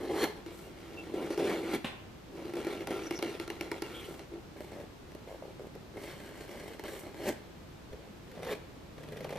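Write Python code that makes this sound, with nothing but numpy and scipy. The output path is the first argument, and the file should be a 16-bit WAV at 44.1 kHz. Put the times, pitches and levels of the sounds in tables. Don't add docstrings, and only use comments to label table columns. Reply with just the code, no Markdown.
import sys
import numpy as np
from scipy import signal
from scipy.fft import rfft, irfft
from scipy.io import wavfile
from scipy.ndimage import uniform_filter1d

SR = 44100
rng = np.random.default_rng(int(sys.argv[2]) if len(sys.argv) > 2 else 0)


def output_pcm(signal):
    pcm = np.clip(np.atleast_2d(signal).T, -1, 1) * 32767
    wavfile.write(sys.argv[1], SR, np.round(pcm).astype(np.int16))


N = 413658
TIME = np.arange(N) / SR
TAPS = 4096
TAP_TIME = np.arange(TAPS) / SR
HZ = np.fft.rfftfreq(TAPS, 1 / SR)


def gain_of(db):
    return 10 ** (np.asarray(db) / 20)


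def evened(x):
    return x / np.sqrt(np.mean(x ** 2) + 1e-20)


def steadied(x, seconds):
    span = max(int(seconds * SR), 8)
    power = abs(uniform_filter1d(x ** 2, span))
    return x / np.sqrt(power + 1e-9)


def read(points, hz):
    f, value = np.transpose(points)
    return np.interp(np.log(hz + 1), np.log(f + 1), value)


def add(mix, s, sound):
    part = mix[max(round(s * SR), 0):][:len(sound)]
    part += sound[:len(part)]


def response(db):
    both_halves = np.concatenate([db, db[-2:0:-1]])
    log_gain = np.log(gain_of(both_halves))
    ring = np.fft.ifft(np.exp(np.conj(signal.hilbert(log_gain)))).real
    return ring / np.linalg.norm(ring)


def through(x, ring):
    return signal.oaconvolve(x, ring)[:len(x)]


def narrow_noise(hz, width_hz, size):
    f = np.fft.rfftfreq(size, 1 / SR)
    noise = rfft(rng.standard_normal(size))
    return evened(irfft(noise / (1 + (2 * (f - hz) / width_hz) ** 2), size))


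def clicks(per_s, spread_db):
    size = gain_of(spread_db * np.minimum(rng.exponential(1, N), 4))
    return size * rng.choice([-1, 1], N) * (rng.random(N) < per_s / SR)


# (from_s, to_s)
FIRST_GRIP, SIDE_GRIP, TIGHT_SIDE_GRIP, STRIP_GRIP, TOE_GRIP = (0, .43), (.43, 2.2), (2.2, 4.5), (4.5, 7.7), (7.7, 9.4)
SHEEN_HZ, SHEEN_WIDTH_HZ = 10960, 9300
CRACKLE_PER_S, CRACKLE_SPREAD_DB = 130, 2.2
# pitch_hz [Hz], width_hz [Hz], relative_level_db [dB]
SHOE_FIRST = [(345.5, 45, -0.5), (407.4, 50.3, 0.5), (615, 157, -15.5), (794, 73, -11.5)]
SHOE_SIDE = [(215, 79, -18), (336.84, 22.3, 0), (399.3, 56.9, -5.5), (521, 136, -15), (778, 135, -20)]
SHOE_STRIP = [(248, 95, -8), (345, 60, 1), (415, 70, 0.5), (579.8, 80, -1), (804, 140, -10)]
SHOE_TOE = [(189.4, 55, -5), (419.4, 36, 1.5), (498.5, 68, 1), (608, 127, -7.5), (860, 230, -16.5)]
# pitch_hz [Hz], width_hz [Hz], lift_db [dB]
EDGE_FIRST = [(1120, 250, 5.5), (1740, 190, 7), (2090, 220, 9), (3240, 270, 4), (4174, 300, 9.5),
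              (11500, 2300, 1)]
EDGE_SIDE = [(1369.5, 110, 9.5), (1900, 220, 3.5), (2230, 340, 8.5), (2785, 130, 7), (3410, 600, 3.5),
             (4127, 180, 7), (4860, 350, 3.6), (5800, 380, 2.6)]
EDGE_STRIP = [(1400, 150, -6), (1630, 280, 6.5), (2110, 400, 8.3), (3080, 350, 3.8), (4260, 200, 7.5),
              (5300, 600, 2), (6700, 600, 1), (8110, 900, 5), (12300, 1100, 6.5)]
EDGE_TOE = [(1170, 130, 4.5), (1676, 210, 4.5), (1980, 380, 7.5), (2440, 220, 6.5), (3100, 260, 4.5),
            (3620, 380, 4.5), (4220, 330, 4.5), (5700, 400, 2), (11660, 2200, 2.76)]
# pitch_hz [Hz], relative_level_db [dB]
FIBRES = [(200, -25.5), (600, 1), (1000, 0.5), (2000, -2.5), (3300, -5), (5000, -11), (8000, -14.5),
          (10000, -15.5), (12500, -17), (14500, -22), (16000, -39.5)]
# pitch_hz [Hz], relative_level_db [dB]
FIZZ = [(400, -16), (780, 9), (1300, 2), (2200, 4), (3300, -3), (5000, -7.5), (9000, -8.5), (12500, -0.5),
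        (16000, -11)]


def cut(hand, grip, modes, edge, slips_per_s, fibres_per_s, grain_db, clump, catch_db, push_db,
        sheen_db, fizz_db, crackle_db, crack_db, thump_db, tear_s):
    start, end = grip
    edge = edge + [(SHEEN_HZ, SHEEN_WIDTH_HZ, sheen_db)]
    push, rasp, fast = hand * ((TIME >= start) & (TIME < end))
    slips = slip_train(slips_per_s * np.clip(push / push.max(), .03, 1) ** .45)
    shoe = shoe_ring(modes)
    bite = catches(per_s=48, depth_db=catch_db) ** np.clip(1 - rasp / rasp.max(), 0, 1)
    knocks = steadied(through(slips * bite, shoe), seconds=0.03316)
    parting = evened(through(abs(slips), np.exp(-TAP_TIME / 0.0032)))
    grains = clicks(fibres_per_s, grain_db) * (1 + clump * parting)
    fibres = bite * steadied(grains, seconds=0.0182)
    rasp_ring = edge_ring(FIBRES, edge)
    rasping = through(fibres * rasp, rasp_ring)
    fizz = through(rng.standard_normal(N) * fast ** 2 / rasp.max(), edge_ring(FIZZ, edge))
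    ticks = evened(clicks(CRACKLE_PER_S, CRACKLE_SPREAD_DB))
    crackle = through(ticks * np.maximum(rasp - fast, 0), rasp_ring)
    scrape = gain_of(push_db) * push * knocks + rasping
    scrape = scrape + gain_of(fizz_db) * fizz + gain_of(crackle_db) * crackle
    return shifting(scrape) + snaps(start, end, shoe, edge, crack_db, thump_db, tear_s)


def slip_train(per_s, jitter=.55, spread_db=2.5):
    gap, size = rng.standard_normal((2, 12000))
    at = np.searchsorted(np.cumsum(per_s) / SR, np.cumsum(np.exp(jitter * gap)))
    pulses = gain_of(spread_db * size) * rng.choice([-1, 1], len(at))
    return np.bincount(at[at < N], pulses[at < N], N)


def catches(per_s, depth_db, release_s=0.0081):
    jolts = abs(slip_train(np.full(N, per_s), spread_db=8.0))
    bite = through(jolts, np.exp(-TAP_TIME / release_s))
    swing = np.minimum(evened(bite - bite.mean()), 2.2)
    return steadied(gain_of(depth_db * swing), seconds=0.0578)


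def shoe_ring(modes, low_hz=170, high_hz=1000):
    power = sum(gain_of(db) ** 2 / (1 + (2 * (HZ - hz) / width) ** 2) for hz, width, db in modes)
    power = power / (1 + (low_hz / (HZ + 1)) ** 4)
    power = power / (1 + (HZ / high_hz) ** 4)
    return response(10 * np.log10(power + 1e-10))


def edge_ring(spectrum, modes):
    lift_db = sum(db / (1 + (2 * (HZ - hz) / width) ** 2) for hz, width, db in modes)
    return response(read(spectrum, HZ) + lift_db)


def shifting(x, depth_db=2.4, above_hz=900):
    hz, t, z = signal.stft(x, SR, nperseg=512, noverlap=384)
    patches = uniform_filter1d(rng.standard_normal(z.shape), size=4, axis=0)
    patches = evened(uniform_filter1d(patches, size=16, axis=1))
    gain = gain_of(depth_db * patches * (hz / np.hypot(hz, above_hz))[:, None])
    gain /= np.sqrt(np.mean(gain ** 2, axis=1, keepdims=True))
    return signal.istft(z * gain, SR, nperseg=512, noverlap=384)[1][:N]


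# start_s [s], crack_level_db [dB before the shift], thump_level_db [dB before the shift]
SNAPS = [(.033, -42, -36), (.0504, -40, -33), (.2304, -25.5, -29), (0.2395, -21, -33.5), (.4625, -35, -40),
         (.591, -40, -54), (1.1396, -40, -32.5), (1.3039, -35.5, -29.5), (1.3765, -27.5, -34),
         (1.7377, -29.5, -28.5), (1.7481, -33, -27.5), (2.4542, -41.5, -38), (2.5365, -36, -34),
         (2.554, -38, -36), (2.568, -38, -31), (2.647, -37, -33), (2.6683, -37, -30), (2.807, -40, -37),
         (2.8723, -26, -37.5), (2.9073, -38, -30), (3.109, -26.5, -30), (3.1902, -29.5, -37.5),
         (3.2256, -24.5, -29), (3.3989, -27, -34), (3.478, -32.5, -40), (3.5016, -29, -33),
         (3.6103, -24, -33), (3.716, -24.5, -31), (3.8214, -27, -31), (4.1938, -36.5, -51),
         (4.3375, -51, -37.5), (4.6058, -36, -39), (5.119, -42, -50), (5.1498, -39, -42), (5.595, -43, -48),
         (5.67, -44, -50), (5.7524, -40, -45), (6.407, -40, -41), (6.492, -40, -42), (6.7955, -32, -39),
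         (6.8383, -28.5, -39), (7.035, -38, -43), (7.144, -39, -46), (7.2907, -27, -26.5),
         (7.9314, -47, -39), (8.3155, -40, -47), (8.4315, -35, -40), (8.449, -35.5, -42),
         (8.5287, -32, -37.5), (8.981, -42, -46), (9.035, -44, -44), (9.1212, -41, -38), (9.1694, -40, -39),
         (9.2065, -37, -35), (9.2442, -33, -40), (9.2925, -34, -39), (9.305, -38, -33),
         (9.3256, -37, -33.5), (9.3714, -37, -43)]
# pitch_hz [Hz], relative_level_db [dB]
CRACK = [(200, -11.5), (700, 0.5), (2000, 6.5), (3500, -1), (5500, -1), (7500, -8.5), (9000, -7),
         (12500, -6), (16000, -19.5)]


def snaps(start, end, shoe, edge, crack_db, thump_db, tear_s, swing_s=0.00322, clop_db=-8.5, clop_s=0.00924):
    out = np.zeros(N)
    tick = edge_ring(CRACK, edge)
    sole_modes = [(635, 79, 0.5), (820, 156, 2.5), (944, 65, -6), (1385, 72, -4)]
    sole = shoe_ring(sole_modes, low_hz=458, high_hz=1620)
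    swing = shoe * (1 - np.exp(-TAP_TIME / swing_s))
    for s, crack, thump in SNAPS:
        grit, grain = rng.standard_normal((2, TAPS))
        if start <= s < end:
            hard = np.clip((crack - thump + 4) / 8, 0, 1)
            burst = through(grit * np.exp(-TAP_TIME / (tear_s * (2 - hard))), tick)
            clop = through(grain * np.exp(-TAP_TIME / clop_s), sole)
            snap = burst / abs(burst).max() + gain_of(clop_db) * clop / abs(clop).max()
            add(out, s, gain_of(crack + crack_db) * snap)
            add(out, s, gain_of(thump + thump_db) * swing / abs(swing).max())
    return out


SOFT_SPOT_DB, HARD_SPOT_DB = -47, -28


def sticking(stall_db=8, stall_s=.03, surge_db=2.5, surge_s=.04):
    db = np.zeros(N)
    stall = -stall_db * np.exp(-np.square(TAP_TIME / stall_s) ** 2)[::-1]
    surge = surge_db * np.exp(-TAP_TIME / surge_s)
    shape = np.concatenate([stall, surge])
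    for s, crack, _ in SNAPS:
        hold = np.interp(crack, [SOFT_SPOT_DB, HARD_SPOT_DB], [0, 1])
        add(db, s - TAPS / SR, hold * shape)
    return gain_of(db)


# time_s [s], push_on_shoe_db [dB], rasp_of_edge_db [dB]
OPENING_CUT = [(0.0, -42, -55), (0.116, -34, -54), (0.17, -35.5, -58.5)]
FIRM_CUT = [(0.78, -52.0, -59.5), (0.98, -46.5, -57), (1.09, -45.5, -58.5), (1.16, -34.5, -53),
            (1.34, -38.5, -46.5), (1.42, -30, -45.5), (1.5, -30.5, -41.5), (1.61, -36.5, -49.5),
            (1.69, -36, -50.5)]
JERKY_CUT = [(2.32, -52.5, -70.5), (2.37, -44, -57.5), (2.5, -42.5, -55), (2.641, -39, -47.5),
             (2.82, -40.5, -51.5), (2.86, -48, -55), (2.9, -37, -47), (3.05, -42.5, -50),
             (3.28, -40.0, -49.5), (3.379, -48, -50.5), (3.56, -50, -57), (3.6, -46, -52),
             (3.66, -46, -54.5), (3.92, -48.5, -52.5), (4.22, -54.5, -59)]
PEELING_CUT = [(5.965, -46, -59.5), (6.019, -46.5, -52), (6.11, -48, -50.5), (6.17, -54.5, -57.5),
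               (6.26, -52, -54), (6.33, -53.5, -58.5), (6.41, -51, -52), (6.46, -54, -57.5),
               (6.51, -48.5, -53.5), (6.719, -47.5, -53.5), (6.77, -55, -58), (6.83, -52, -57),
               (6.86, -43.5, -50), (6.99, -48, -53.5), (7.02, -53, -58), (7.07, -47, -56), (7.12, -53, -62),
               (7.17, -53, -60), (7.2, -42, -53), (7.24, -42, -53)]
LAST_CUT = [(9.0, -50, -57.5), (9.046, -51, -61), (9.38, -39.5, -50.5)]
# exit_s [s], swell_db_per_s [dB/s],
# push_at_exit_db [dB], rasp_at_exit_db [dB], shoe_thud_db [dB]
RUN_OUTS = [(0.244, 115, -31.5, -34.7, -51), (1.751, 188.5, -31.5, -37.5, -36.5),
            (7.289, 269, -30.5, -36, -36.5), (8.526, 110, -34.5, -41.3, -47)]
# start_s [s], length_s [s], push_db [dB], rasp_db [dB]
NUDGES = [(.265, .03, -44, -54), (.35, 0.043, -49, -58.5), (.46, 0.269, -49, -57),
          (4.076, 0.039, -45, -62.5), (4.31, 0.0725, -47, -66.5), (4.563, 0.1352, -49, -57),
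          (4.71, 0.1194, -45, -58), (5.08, .09, -57, -68), (5.27, 0.092, -55, -60.5),
          (5.419, .09, -52, -66.5), (5.591, 0.0732, -53, -67.5), (7.917, 0.161, -54, -64)]


def handwork():
    slow = sum(slow_cut(rows) for rows in (OPENING_CUT, FIRM_CUT, JERKY_CUT, PEELING_CUT, LAST_CUT))
    fast = sum(run_out(*row) for *row, _ in RUN_OUTS)
    shifts = sum(nudge(*row) for row in NUDGES)
    push, rasp = np.hypot(fast, sticking() * np.hypot(slow, shifts))
    return np.array([push, rasp, fast[1]])


BITE_DB_PER_S, EASE_DB_PER_S = 349, 254


def slow_cut(rows):
    s, push, rasp = np.transpose(rows)
    fade_db = BITE_DB_PER_S * np.maximum(s[0] - TIME, 0) + EASE_DB_PER_S * np.maximum(TIME - s[-1], 0)
    curves_db = np.array([np.interp(TIME, s, push), np.interp(TIME, s, rasp)])
    return gain_of(curves_db - fade_db)


EXIT_S, FOLLOW_DB, FOLLOW_S = .012, -13, .065


def run_out(s, swell_db_per_s, push_db, rasp_db):
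    after, follow = np.maximum(TIME - s, 0), gain_of(FOLLOW_DB)
    release = (1 - follow) * np.exp(-after / EXIT_S) + follow * np.exp(-after / FOLLOW_S)
    swell = gain_of(swell_db_per_s * np.minimum(TIME - s, 0))
    return gain_of([[push_db], [rasp_db]]) * swell * release


NUDGE_ATTACK_S, NUDGE_SAG_DB_PER_S, NUDGE_RELEASE_S = .006, 25, .022


def nudge(s, length, push_db, rasp_db):
    t, shape = np.arange(SR // 2) / SR, np.zeros(N)
    hold = np.minimum(t / NUDGE_ATTACK_S, 1) * gain_of(-NUDGE_SAG_DB_PER_S * t)
    add(shape, s, hold * np.exp(-np.maximum(t - length, 0) / NUDGE_RELEASE_S))
    return gain_of([[push_db], [rasp_db]]) * shape


# start_s [s], length_s [s], pitch_hz [Hz],
# level_db [dB before the judder], roughness [bandwidth divided by pitch]
SQUEAKS = [(0.966, 0.0539, 2684, -48.5, 0.021), (3.028, 0.0286, 5950, -58.5, 0.14),
           (3.061, 0.0193, 5780, -47, 0.08), (3.15, 0.0344, 5750, -49, 0.13),
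           (3.94, 0.0461, 3330, -49.5, 0.157), (3.981, 0.0353, 3290, -51, 0.15),
           (4.037, 0.0315, 3030, -52.5, 0.14)]


def squeaks(judders_per_s=130, judder_db=3):
    out = np.zeros(N)
    for s, length, hz, db, rough in SQUEAKS:
        window = signal.windows.tukey(int(length * SR), .5)
        squeal = steadied(narrow_noise(hz, rough * hz, size=4096), seconds=0.0094)
        add(out, s, gain_of(db) * window * squeal[:len(window)])
    return out * catches(per_s=judders_per_s, depth_db=judder_db)


def lurches(hz=250, width_hz=100, rise_s=0.0158, settle_s=.024):
    level = 0
    for s, *_, thud_db in RUN_OUTS:
        level = level + gain_of(thud_db) * np.exp(np.minimum((TIME - s) / rise_s, (s - TIME) / settle_s))
    return level * steadied(narrow_noise(hz, width_hz, N), seconds=0.03)


# start_s [s], length_s [s], middle_pitch_hz [Hz], middle_level_db [dB]
CREAKS = [(.515, .03, 600, -46), (.67, .03, 560, -45), (4.563, .018, 410, -43), (4.772, .05, 520, -41),
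          (5.275, .06, 560, -41), (5.346, .022, 550, -39), (5.424, .005, 580, -36.5),
          (5.437, .085, 510, -41), (5.597, .08, 440, -38.5), (5.76, .012, 450, -40), (5.96, .04, 390, -39),
          (8.375, .05, 650, -46)]


def creaks(slips_per_s=90, jitter=.3, spread_db=2.2, breakaway_db=4, width_hz=170, wander=.08):
    out = np.zeros(N)
    for s, length, hz, db in CREAKS:
        gap, size, bend = rng.standard_normal((3, 32))
        at = np.append(0, np.cumsum(np.exp(jitter * gap))) / slips_per_s
        slip_dbs = np.append(breakaway_db, spread_db * size)
        pitches = hz * np.exp(wander * bend)
        for t, slip_db, pitch in zip(at[at < length], slip_dbs, pitches):
            knock = shoe_ring([(pitch, width_hz, 0)], low_hz=310, high_hz=850)
            add(out, s + t, gain_of(db + slip_db) * knock / abs(knock).max())
    return out


# start_s [s], length_s [s], level_db [dB before the catches]
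SLIDES = [(.48, .24, -65), (3.86, .38, -63), (5.98, .18, -65), (6.85, .22, -58)]
# pitch_hz [Hz], relative_level_db [dB]
SLIDE = [(1000, -30), (3500, -12), (6000, -1), (9000, 0), (13000, -2), (16000, -9)]


def slides(grains_per_s=3500, grain_db=3, catch_db=2.5, taper=.6):
    level = np.zeros(N)
    for s, length, db in SLIDES:
        add(level, s, gain_of(db) * signal.windows.tukey(int(length * SR), taper))
    grains = evened(clicks(grains_per_s, grain_db)) * catches(per_s=40, depth_db=catch_db)
    return through(level * grains, edge_ring(SLIDE, EDGE_STRIP))


# middle_s [s], half_length_s [s], pitch_hz [Hz], level_db [dB]
BUMPS = [(7.914, .016, 26, -47), (7.948, .012, 70, -43), (8.11, .016, 210, -46), (8.39, .02, 175, -46)]


def bumps():
    out = np.zeros(N)
    for s, width, hz, db in BUMPS:
        swell = np.exp(-((TIME - s) / width) ** 2)
        out += gain_of(db) * swell * np.cos(2 * np.pi * hz * (TIME - s))
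    return out


def near_scatter(x, level_db=-1.5, above_hz=7500, decay_s=0.002):
    noise = rng.standard_normal(TAPS) * np.exp(-TAP_TIME / decay_s)
    scatter = 1j * evened(rfft(noise).imag)
    ring = np.roll(irfft(scatter * HZ / np.hypot(HZ, above_hz)), TAPS // 4)
    side = signal.oaconvolve(x, ring)[TAPS // 4:][:N]
    return gain_of(level_db) * side * np.array([[1], [-1]])


# pitch_hz [Hz], time_to_fall_60_db_s [s]
ROOM_T60 = [(150, 0.02), (500, 0.72), (2500, 0.59), (6000, 0.24), (14000, 0.25)]
ROOM_DB = [(150, -11.5), (400, -18), (800, -8.5), (2500, -10.5), (5000, -6.5), (13000, -8.5)]


def room(x, first_s=0.0062, build_s=0.0062):
    hz, t, z = signal.stft(rng.standard_normal((2, SR // 2)), SR, nperseg=256)
    t60 = read(ROOM_T60, hz)[:, None]
    decay = np.exp(-np.log(1000) * t / t60) * np.sqrt(2 * np.log(1000) / (t60 * SR))
    tail = signal.istft(z * decay * gain_of(read(ROOM_DB, hz))[:, None], SR, nperseg=256)[1]
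    tail = tail * np.clip((np.arange(tail.shape[1]) / SR - first_s) / build_s, 0, 1)
    return signal.oaconvolve(x[None], tail, axes=1)[:, :N]


CLACK_S = 1.8445
# pitch_hz [Hz], relative_level_db [dB]
CLACK = [(120, -10), (224, 3.5), (450, -7), (800, -6.5), (1060, -8), (1440, -10.5), (1900, -8), (2900, -8),
         (3900, -14), (4600, -23), (6000, -29), (12300, -31.5), (15000, -59.5)]


def clack(level_db=-32, decay_s=0.0235):
    out = np.zeros(N)
    burst = rng.standard_normal(TAPS) * np.exp(-TAP_TIME / decay_s)
    add(out, CLACK_S, gain_of(level_db) * through(burst, response(read(CLACK, HZ))))
    return out


AIR_DB = -50.5
# pitch_hz [Hz], relative_level_db [dB per Hz]
AIR = [(10, -28), (22, -9), (43, -4.5), (115, -2.5), (160, -1), (230, -4), (340, -3), (480, -8.5),
       (950, -14.5), (2000, -20), (4000, -24), (6500, -30), (10000, -36), (15000, -44)]
# pitch_hz [Hz], likeness [0 unrelated, 1 the same]
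AIR_SAME = [(30, 0.856), (80, 0.973), (150, 0.632), (300, 0.364), (1000, 0.206), (12000, 0.095)]
# pitch_hz [Hz], level_db [dB], width_hz [Hz]
HUM = [(59.68, -64, 2.4), (92.64, -65.5, 3.94), (13007, -79, 3.9)]


def shop_air():
    hz = np.fft.rfftfreq(N, 1 / SR)
    a, b = rfft(rng.standard_normal((2, N)))
    same = np.clip(read(AIR_SAME, hz), -1, 1)
    both_ears = np.array([a, same * a + np.sqrt(1 - same ** 2) * b])
    air = irfft(both_ears * gain_of(read(AIR, hz)), N)
    hum = sum(gain_of(db) * steadied(narrow_noise(f, width, N), seconds=0.072) for f, db, width in HUM)
    return gain_of(AIR_DB) * evened(air) + hum


def motor(start_s=8.88, rise_s=0.167, hz=149.9, level_db=-52.5):
    rise = np.clip((TIME - start_s) / rise_s, 0, 1)
    return gain_of(level_db) * rise * np.sqrt(2) * np.sin(2 * np.pi * hz * TIME)


def scene():
    hand = handwork()
    knife = squeaks() + lurches() + creaks() + slides()
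    knife += cut(hand, FIRST_GRIP, SHOE_FIRST, EDGE_FIRST, slips_per_s=700, fibres_per_s=8900,
                 grain_db=2.5, clump=0.29, catch_db=1.36, push_db=0.5, sheen_db=1.5, fizz_db=-6,
                 crackle_db=-11, crack_db=-3, thump_db=4.5, tear_s=0.0032)
    knife += cut(hand, SIDE_GRIP, SHOE_SIDE, EDGE_SIDE, slips_per_s=800, fibres_per_s=7000,
                 grain_db=2.0, clump=0.344, catch_db=2, push_db=-1.3, sheen_db=0.7, fizz_db=-5.5,
                 crackle_db=-10, crack_db=-4, thump_db=4.0, tear_s=0.00144)
    knife += cut(hand, TIGHT_SIDE_GRIP, SHOE_SIDE, EDGE_SIDE, slips_per_s=700, fibres_per_s=5000,
                 grain_db=3.6, clump=0.45, catch_db=2.0, push_db=0.5, sheen_db=0.0, fizz_db=-12,
                 crackle_db=-8, crack_db=0.0, thump_db=3.5, tear_s=0.00185)
    knife += cut(hand, STRIP_GRIP, SHOE_STRIP, EDGE_STRIP, slips_per_s=750, fibres_per_s=8000,
                 grain_db=1.0, clump=0.49, catch_db=3.0, push_db=-0.42, sheen_db=0.5, fizz_db=-8,
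                 crackle_db=-10, crack_db=-3.1, thump_db=5.5, tear_s=0.0014)
    knife += cut(hand, TOE_GRIP, SHOE_TOE, EDGE_TOE, slips_per_s=550, fibres_per_s=7000,
                 grain_db=2.5, clump=.45, catch_db=5.0, push_db=0.8, sheen_db=-1, fizz_db=-7,
                 crackle_db=-7.5, crack_db=-3, thump_db=2, tear_s=0.00516)
    close = knife + near_scatter(knife) + room(knife)
    far = clack()
    distant = far + gain_of(9.0) * room(far)
    return close + distant + shop_air() + bumps() + motor()


CUTOFF_HZ = 15500


def record(dry):
    low_pass = signal.firwin(255, CUTOFF_HZ, window=("kaiser", 8), fs=SR)
    return signal.oaconvolve(dry, low_pass[None], "same")


dry = scene()
out = record(dry)
output_pcm(out)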